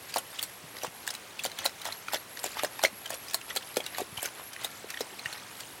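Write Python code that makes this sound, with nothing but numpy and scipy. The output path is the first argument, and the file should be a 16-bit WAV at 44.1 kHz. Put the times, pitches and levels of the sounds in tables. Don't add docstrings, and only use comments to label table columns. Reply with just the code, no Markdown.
import sys
import numpy as np
from scipy import signal
from scipy.fft import rfft, irfft
from scipy.io import wavfile

SR = 44100
rng = np.random.default_rng(int(sys.argv[2]) if len(sys.argv) > 2 else 0)


def persist_wave(psi):
    counts = np.round(np.clip(psi, -1, 1) * 32767).astype(np.int16)
    wavfile.write(sys.argv[1], SR, np.atleast_2d(counts).T)


N = 255763
TIME = np.arange(N) / SR
HIGHEST_HZ = 16050
LEAD_S = 256 / SR
BUBBLE_TIME = np.arange(1024) / SR - LEAD_S
TINY_BUBBLE_TIME = BUBBLE_TIME[:600]
SNAP_HZ, LIP_HZ = 4234, 3000
SNAP_RING_DB, LIP_SPRAY_DB = -6, -8

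# start in seconds, length in seconds,
# first snap in dB, last snap in dB, spray in dB, big bubble's pitch in Hz, its level in dB,
# base pitch of the mouth in Hz, plop in dB, squelch in dB.
JAW_SMACKS = [(.1612, 0.0093, -36, -27, -32.5, 4160, -33, 880, -24, -39),
              (0.4285, 0.0085, -35, -37, -28.5, 4470, -32, 833, -43.5, -45),
              (0.8348, 0.015, -41, -41, -37.5, 5970, -33, 694, -32, -42),
              (1.0778, 0.03, -27, -31.5, -31, 1700, -29.5, 925, -42, -65),
              (1.4518, .011, -30, -33, -33.5, 7410, -35, 738, -30.5, -51),
              (1.655, 0.0065, -31.5, -25, -27, 4170, -20, 810, -28.5, -36.5),
              (1.8553, .019, -30, -39, -37, 1990, -37.5, 960, -34.5, -46),
              (2.135, .011, -37, -25, -31.5, 3580, -31, 840, -28, -34),
              (2.4418, 0.021, -31, -36.5, -30, 7560, -30.5, 766, -31, -41),
              (2.6349, 0.013, -32.5, -30.5, -31, 1750, -32.5, 680, -25, -39),
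              (2.8378, 0.013, -21.5, -20.5, -26, 2046, -15, 740, -19.5, -35.5),
              (3.1053, .037, -35, -38.5, -33, 1695, -35.5, 760, -34, -42.5),
              (3.345, .003, -25.5, -51, -26, 4280, -22.5, 873, -31.5, -45),
              (3.563, 0.0081, -29, -27.5, -29, 4090, -25, 740, -33.5, -51),
              (3.77, 0.0023, -24, -42, -31.5, 8340, -36, 630, -24, -50),
              (3.9843, 0.023, -30.5, -64, -35, 7980, -36, 840, -31, -41.5),
              (4.23, 0.028, -42, -29, -29, 6480, -31, 687, -34.5, -38),
              (4.647, 0.0054, -35, -48, -31.5, 3604, -27.5, 806, -38.5, -42.5),
              (5.008, 0.006, -33, -35, -38.5, 3940, -33, 586, -30.5, -45)]


def tongue_snaps(count=3, spread_octaves=0.465, peel_db=-7.5):
    for smack, chance in zip(JAW_SMACKS, rng.random((len(JAW_SMACKS), count + 2, 3))):
        start, length, first_db, last_db, spray_db, big_hz, big_db = smack[:7]
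        pitches = SNAP_HZ * 2 ** (spread_octaves * (2 * chance[:, 0] - 1))
        first = start, first_db, spray_db, first_db >= last_db
        last = start + length, last_db, spray_db - 4.5, first_db < last_db
        for hz, (at, db, spray, louder) in zip(pitches, (first, last)):
            if louder:
                yield at, big_hz, big_db, db, spray
            else:
                yield at, hz, db + SNAP_RING_DB, db, spray
        for k, (hz, (_, place, size)) in enumerate(zip(pitches[2:], chance[2:])):
            at = start + (length + .006) * (k + place) / count
            scatter_db = 4.5 * (2 * size - 1)
            db = (first_db + last_db) / 2 + peel_db + scatter_db
            yield at, hz, db, db, spray_db - 14.5 + scatter_db


def saliva_ticks(count=4, early_s=0.0083, reach_s=0.072):
    chances = 2 * rng.random((len(JAW_SMACKS), count, 3)) - 1
    for (start, _, first_db, _, spray_db, *_), chance in zip(JAW_SMACKS, chances):
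        unstick_db = first_db - 11.5
        yield start - early_s, SNAP_HZ, unstick_db + SNAP_RING_DB, unstick_db, spray_db - 10
        for when, octave, size in chance:
            db = -46 + 6.5 * size
            yield start + reach_s * when, LIP_HZ * 2 ** octave, db, db, db + LIP_SPRAY_DB


# time in seconds, bubble pitch in Hz, bubble in dB, crack in dB.
LIP_CLICKS = [(0.141, 4670, -34, -34.5), (0.1838, 10900, -31, -37.5), (0.394, 3510, -28.5, -34),
              (0.869, 2797, -42, -38), (1.1405, 6260, -43, -42.5), (1.1513, 4050, -37, -36.5),
              (1.3944, 2610, -29.5, -35.5), (1.4375, 7400, -34, -38.5), (1.445, 4530, -31, -34),
              (1.5887, 3460, -32.5, -31.5), (1.8174, 3780, -40, -38), (1.9248, 4080, -32, -37),
              (2.085, 1350, -30, -35), (2.3737, 1735, -38.5, -36), (2.398, 8800, -41, -52),
              (2.5958, 1300, -30.5, -28.5), (2.7933, 1960, -43, -36.5), (3.0598, 3150, -34, -34.5),
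              (3.3119, 3970, -54, -38.5), (3.508, 1940, -33, -44), (3.8059, 3270, -32.5, -39.5),
              (3.8646, 3890, -33.5, -33), (3.9491, 1850, -34, -42), (4.1763, 2975, -33, -36.5),
              (4.1957, 3100, -37.5, -50), (4.5345, 3040, -48, -36.5), (4.564, 1850, -37, -43),
              (4.9049, 2710, -39, -31), (4.9428, 1820, -34, -41), (4.9736, 1830, -34.5, -41),
              (5.1949, 4060, -36, -42.5), (5.2589, 1870, -27, -37), (5.329, 4280, -34.5, -40),
              (5.6073, 4610, -44, -37)]


def lip_snaps(twin_gap_s=0.0049, twin_octaves=0.48, twin_db=-5, spray_db_per_octave=7):
    chances = 2 * rng.random((len(LIP_CLICKS), 2)) - 1
    for (at, hz, ring_db, crack_db), (gap, octave) in zip(LIP_CLICKS, chances):
        spray_db = crack_db + LIP_SPRAY_DB + spray_db_per_octave * np.log2(hz / LIP_HZ)
        yield at, hz, ring_db, crack_db, spray_db
        twin_hz = LIP_HZ * 2 ** (twin_octaves * octave)
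        yield at + twin_gap_s * gap, twin_hz, ring_db + twin_db, crack_db + twin_db, spray_db + twin_db


def saliva_clicks(rise_s=0.00083, ring_s=0.00227):
    out = np.zeros(N)
    for at, hz, ring_db, crack_db, spray_db in [*tongue_snaps(), *lip_snaps(), *saliva_ticks()]:
        decay_s = ring_s * np.exp(0.22 * rng.standard_normal())
        glide = rng.normal(0.017, 0.1027)
        crack = film_burst(low_hz=1292, high_hz=6616, scatter_s=0.0011, cycles=4.0, brightness=0.78)
        spray = film_burst(low_hz=6540, high_hz=15810, scatter_s=0.001, cycles=3.5, brightness=0.22)
        add(out, at - LEAD_S, at_level(bubble(hz, rise_s, decay_s, glide), ring_db))
        add(out, at - LEAD_S, at_level(crack, crack_db - 3))
        add(out, at - LEAD_S, at_level(spray, spray_db + 1))
    return out


def film_burst(low_hz, high_hz, scatter_s, cycles, brightness, count=16):
    place = (np.arange(count) + rng.random(count)) / count
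    hz = (low_hz * (high_hz / low_hz) ** place)[:, None]
    gains = rng.uniform(0.21, 1, count) * hz[:, 0] ** brightness
    delays = scatter_s * rng.standard_normal((count, 1))
    return gains @ bubble(hz, cycles / hz, cycles / hz, 0.0522, TINY_BUBBLE_TIME - delays)


def bubble(hz, rise_s, decay_s, glide, t=BUBBLE_TIME):
    loudness = np.exp(-(np.minimum(t, 0) / rise_s) ** 2 - np.maximum(t, 0) / decay_s)
    pitch = hz * (1 + glide * np.tanh(t / (2 * decay_s)))
    return loudness * np.sin(2 * np.pi * (np.cumsum(pitch, -1) / SR + rng.random(np.shape(hz))))


# how far through the
# smack (0 to 1), extra delay in seconds, pitch multiplier, level change in dB.
FALLING_PLOPS = [(0, 0.00094, 0.96, 1.5), (.55, 0.00094, 0.8505, -3.5), (0.902, 0.00078, 0.759, -1.5),
                 (1, .014, 0.611, -17)]
# time in seconds, mouth pitch in Hz, level in dB.
EXTRA_PLOPS = [(.8476, 975, -27), (1.8668, 830, -30), (1.888, 817, -32.5), (2.571, 880, -32.5),
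               (2.795, 906, -31.5), (3.8028, 647, -33), (4.0038, 690, -31.5), (4.019, 425, -29.5),
               (4.186, 923, -35), (4.398, 940, -39), (4.845, 467, -36)]


def suction_releases():
    for start, length, *_, mouth_hz, plop_db, _ in JAW_SMACKS:
        for share, delay_s, ratio, db in FALLING_PLOPS:
            yield start + share * length + delay_s, mouth_hz * ratio, plop_db + db
    yield from EXTRA_PLOPS


def mouth_plops(cycles=0.93):
    out = np.zeros(N)
    for at, hz, db in suction_releases():
        glide = rng.normal(-0.12, 0.15)
        ring_s = cycles / hz
        for ratio, tone_db in ((1, -1), (1.552, -14), (0.591, -15)):
            add(out, at - LEAD_S, at_level(bubble(hz * ratio, ring_s, ring_s, glide), db + tone_db))
    return out


# middle in seconds, rough half length
# in seconds, level in dB, typical bubble pitch in Hz.
SNOUT_PUSHES = [(.10, 0.0064, -42, 4130), (0.352, 0.022, -46, 3970), (0.769, 0.015, -47, 1454),
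                (1.039, 0.0065, -51, 3100), (1.614, 0.018, -40.5, 2594), (1.893, 0.026, -44, 2170),
                (2.51, 0.029, -44.5, 3960), (2.584, 0.023, -42, 1830), (2.749, 0.02, -48, 2510),
                (3.289, .028, -48.5, 5980), (3.504, 0.01, -39.5, 2535), (3.686, .025, -57, 3000),
                (3.947, 0.027, -46, 3084), (4.181, .016, -50, 3010), (4.38, 0.017, -47.5, 1626),
                (4.626, 0.015, -42, 2510), (4.735, 0.05, -51, 3525), (5.262, .007, -43, 2400),
                (5.318, 0.037, -45.5, 3050), (5.446, 0.048, -55, 2390), (5.63, 0.044, -49, 4510)]


def squeezes(mash_hz=2772):
    jaws = [(start + length / 2 + .003, .009 + .35 * length, db, mash_hz)
            for start, length, *_, db in JAW_SMACKS]
    lips = [(at, .011, crack_db - 13.5, mash_hz) for at, *_, crack_db in LIP_CLICKS]
    return jaws + lips + SNOUT_PUSHES


def squelches(spread_octaves=0.99, scatter_db=5, ring_s=.001, count=150):
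    out = np.zeros(N)
    for middle, half_s, db, typical_hz in squeezes():
        when, octave, size = np.clip(rng.standard_normal((3, count)), -2.2, 2.2)
        hz = np.minimum(typical_hz * 2 ** (spread_octaves * octave), HIGHEST_HZ)[:, None]
        pops = bubble(hz, ring_s / 2, ring_s, 0.1118, TINY_BUBBLE_TIME)
        gains = amp(db) * unit(amp(scatter_db * size)) * np.sqrt(2 * half_s * SR / count)
        for at, gain, pop in zip(middle + half_s * when, gains, pops):
            add(out, at - LEAD_S, gain * pop / np.linalg.norm(pop))
    return out


# start in seconds, pitch in Hz, level in dB.
SNOUT_BUMPS = [(.636, 170, -42), (.875, 162, -41.5), (1.47, 160, -44), (1.598, 104, -47),
               (2.926, 208, -40.5), (4.123, 147, -38), (4.174, 122, -39.5), (5.124, 394, -41.5),
               (5.257, 124, -40.5)]


def tub_bumps():
    out = np.zeros(N)
    t = np.arange(SR // 10) / SR - 2 * LEAD_S
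    for start, hz, db in SNOUT_BUMPS:
        thud = bubble(hz, rise_s=.004, decay_s=0.0047, glide=-0.17, t=t)
        add(out, start - LEAD_S, at_level(thud, db - 1))
    return out


# time in seconds, level change in dB.
FIZZ_SWELLS = [(0, 1.5), (.6, -1.5), (1.3, 1.5), (2.0, 1.5), (2.6, -2), (3.0, -3), (3.6, 4.5), (4.5, -1),
               (5.3, 6.5), (5.8, -1)]


def mash_fizz(level_db=-55, pops_per_s=1500, ring_s=0.0017, pitch_count=36):
    out = np.zeros(N)
    for hz in np.geomspace(700, 9000, pitch_count):
        sizes = amp(3 * np.minimum(rng.exponential(1, N), 3))
        bursts = rng.random(N) < pops_per_s / pitch_count / SR
        pop = unit(bubble(hz, ring_s / 2, ring_s, glide=0.1124))
        out += signal.oaconvolve(sizes * bursts, pop)[:N]
    swell_db = np.interp(TIME, *np.transpose(FIZZ_SWELLS))
    return unit(out) * amp(level_db + swell_db + drift(10))


# frequency in Hz, level in dB.
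ECHO_TONE = [(100, -1.5), (500, 1.5), (2000, 1), (5000, -0.5), (10000, 5), (16000, -2)]


def pen_echoes(sound, fade_s=0.099, tail_db=-10, ground_s=.0032, ground_db=-15, swap_hz=1.332, count=3):
    t = np.arange(SR // 3) / SR
    ground_delay = ground_s * (1 + 0.142 * drift(1.9))
    out = sound + amp(ground_db) * np.interp(TIME - ground_delay, TIME, sound)
    for k in range(count):
        echoes = rng.standard_normal(len(t)) * (rng.random(len(t)) < .12) * (t > 0.0014)
        tail = through(echoes * amp(-60 * t / fade_s), tone_filter(ECHO_TONE))
        share = np.cos(np.pi * (swap_hz * TIME + k / count)) * np.sqrt(2 / count)
        out += amp(tail_db) * through(sound * share, tail / np.linalg.norm(tail))
    return out


# start in seconds, end in seconds, seconds from one chirp
# to the next, level in dB, top pitch in Hz.
CHIRP_RUNS = [(-.09, 1.06, .241, -52.5, 11420), (1.68, 1.86, 0.16, -61, 11300),
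              (1.849, 3.32, 0.2086, -49, 11440), (3.392, 4.527, .232, -48.5, 11400),
              (4.01, 4.662, 0.39, -55, 11000), (4.643, 5.86, 0.2, -53.5, 11370)]


def chirps(sounding_share=0.88):
    for first, last, period, db, top_hz in CHIRP_RUNS:
        for start in np.arange(first, last, period):
            yield start, min(start + sounding_share * period, last), db, top_hz


def insects(ticks_per_s=112, tick_s=0.0012, climb_hz=430, climb_s=0.064, swell_s=0.041, fade_s=0.038):
    out = np.zeros(N)
    beat = np.cumsum(ticks_per_s * (1 + .025 * drift(9.2))) / SR
    rasp = drift(280) + 1j * drift(280)
    ticks = unit(0.55 + np.exp(-(beat % 1) / ticks_per_s / tick_s)) * rasp
    for start, end, db, top_hz in chirps():
        on = (TIME > start) & (TIME < end)
        t = TIME[on] - start
        hz = top_hz - climb_hz * np.exp(-t / climb_s)
        loudness = (1 - np.exp(-t / swell_s)) * np.minimum((end - start - t) / fade_s, 1)
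        note = np.exp(2j * np.pi * np.cumsum(hz) / SR)
        out[on] += amp(db - 1) * loudness * (ticks[on] * note).real
    return out


# frequency in Hz, relative level in dB.
HUSH_TONE = [(30, -42), (60, -6.5), (95, -2), (200, -2), (415, -0.5), (866, -1.5), (1400, -4), (2000, -3),
             (4300, -9), (7000, -12), (10000, -11), (16000, -18)]


def outdoor_air(hush_db=-49, hum_hz=117, hum_db=-68):
    sway_db = .4 * drift(5)
    hush = unit(through(rng.standard_normal(N), tone_filter(HUSH_TONE, size=8192)))
    hum = np.sin(2 * np.pi * np.cumsum(hum_hz + 2 * drift(2.6)) / SR)
    return hush * amp(hush_db + sway_db) + hum * amp(hum_db + 2 * drift(0.39))


def amp(db):
    return 10 ** (np.asarray(db) / 20)


def unit(x):
    return x / np.sqrt(np.mean(x ** 2) + 1e-20)


def at_level(x, db):
    return amp(db) * x * np.sqrt(.003 * SR / (np.sum(x ** 2) + 1e-20))


def add(mix, start_s, sound):
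    part = mix[max(round(start_s * SR), 0):][:len(sound)]
    part += sound[:len(part)]


def tone_filter(points, size=1024):
    hz, db = np.transpose(points)
    bin_hz = abs(np.fft.fftfreq(size, 1 / SR))
    gain = amp(np.interp(np.log(bin_hz + 1), np.log(hz), db))
    return np.fft.ifft(np.exp(np.conj(signal.hilbert(np.log(gain))))).real


def through(x, response):
    return signal.fftconvolve(x, response)[:len(x)]


def drift(rate_hz):
    rolloff = 1 + (np.fft.rfftfreq(N, 1 / SR) / rate_hz) ** 4
    return unit(irfft(rfft(rng.standard_normal(N)) / rolloff, N))


def scene():
    pig = saliva_clicks() + mouth_plops() + tub_bumps() + squelches() + mash_fizz()
    return (pen_echoes(pig) + insects() + outdoor_air())[None]


def record(dry):
    thinned = signal.sosfilt(signal.butter(4, 55, "high", fs=SR, output="sos"), dry)
    treble_cut = signal.firwin(401, HIGHEST_HZ, window=("kaiser", 8), fs=SR)
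    return signal.oaconvolve(thinned, treble_cut[None], "same")


dry = scene()
out = record(dry)
persist_wave(out)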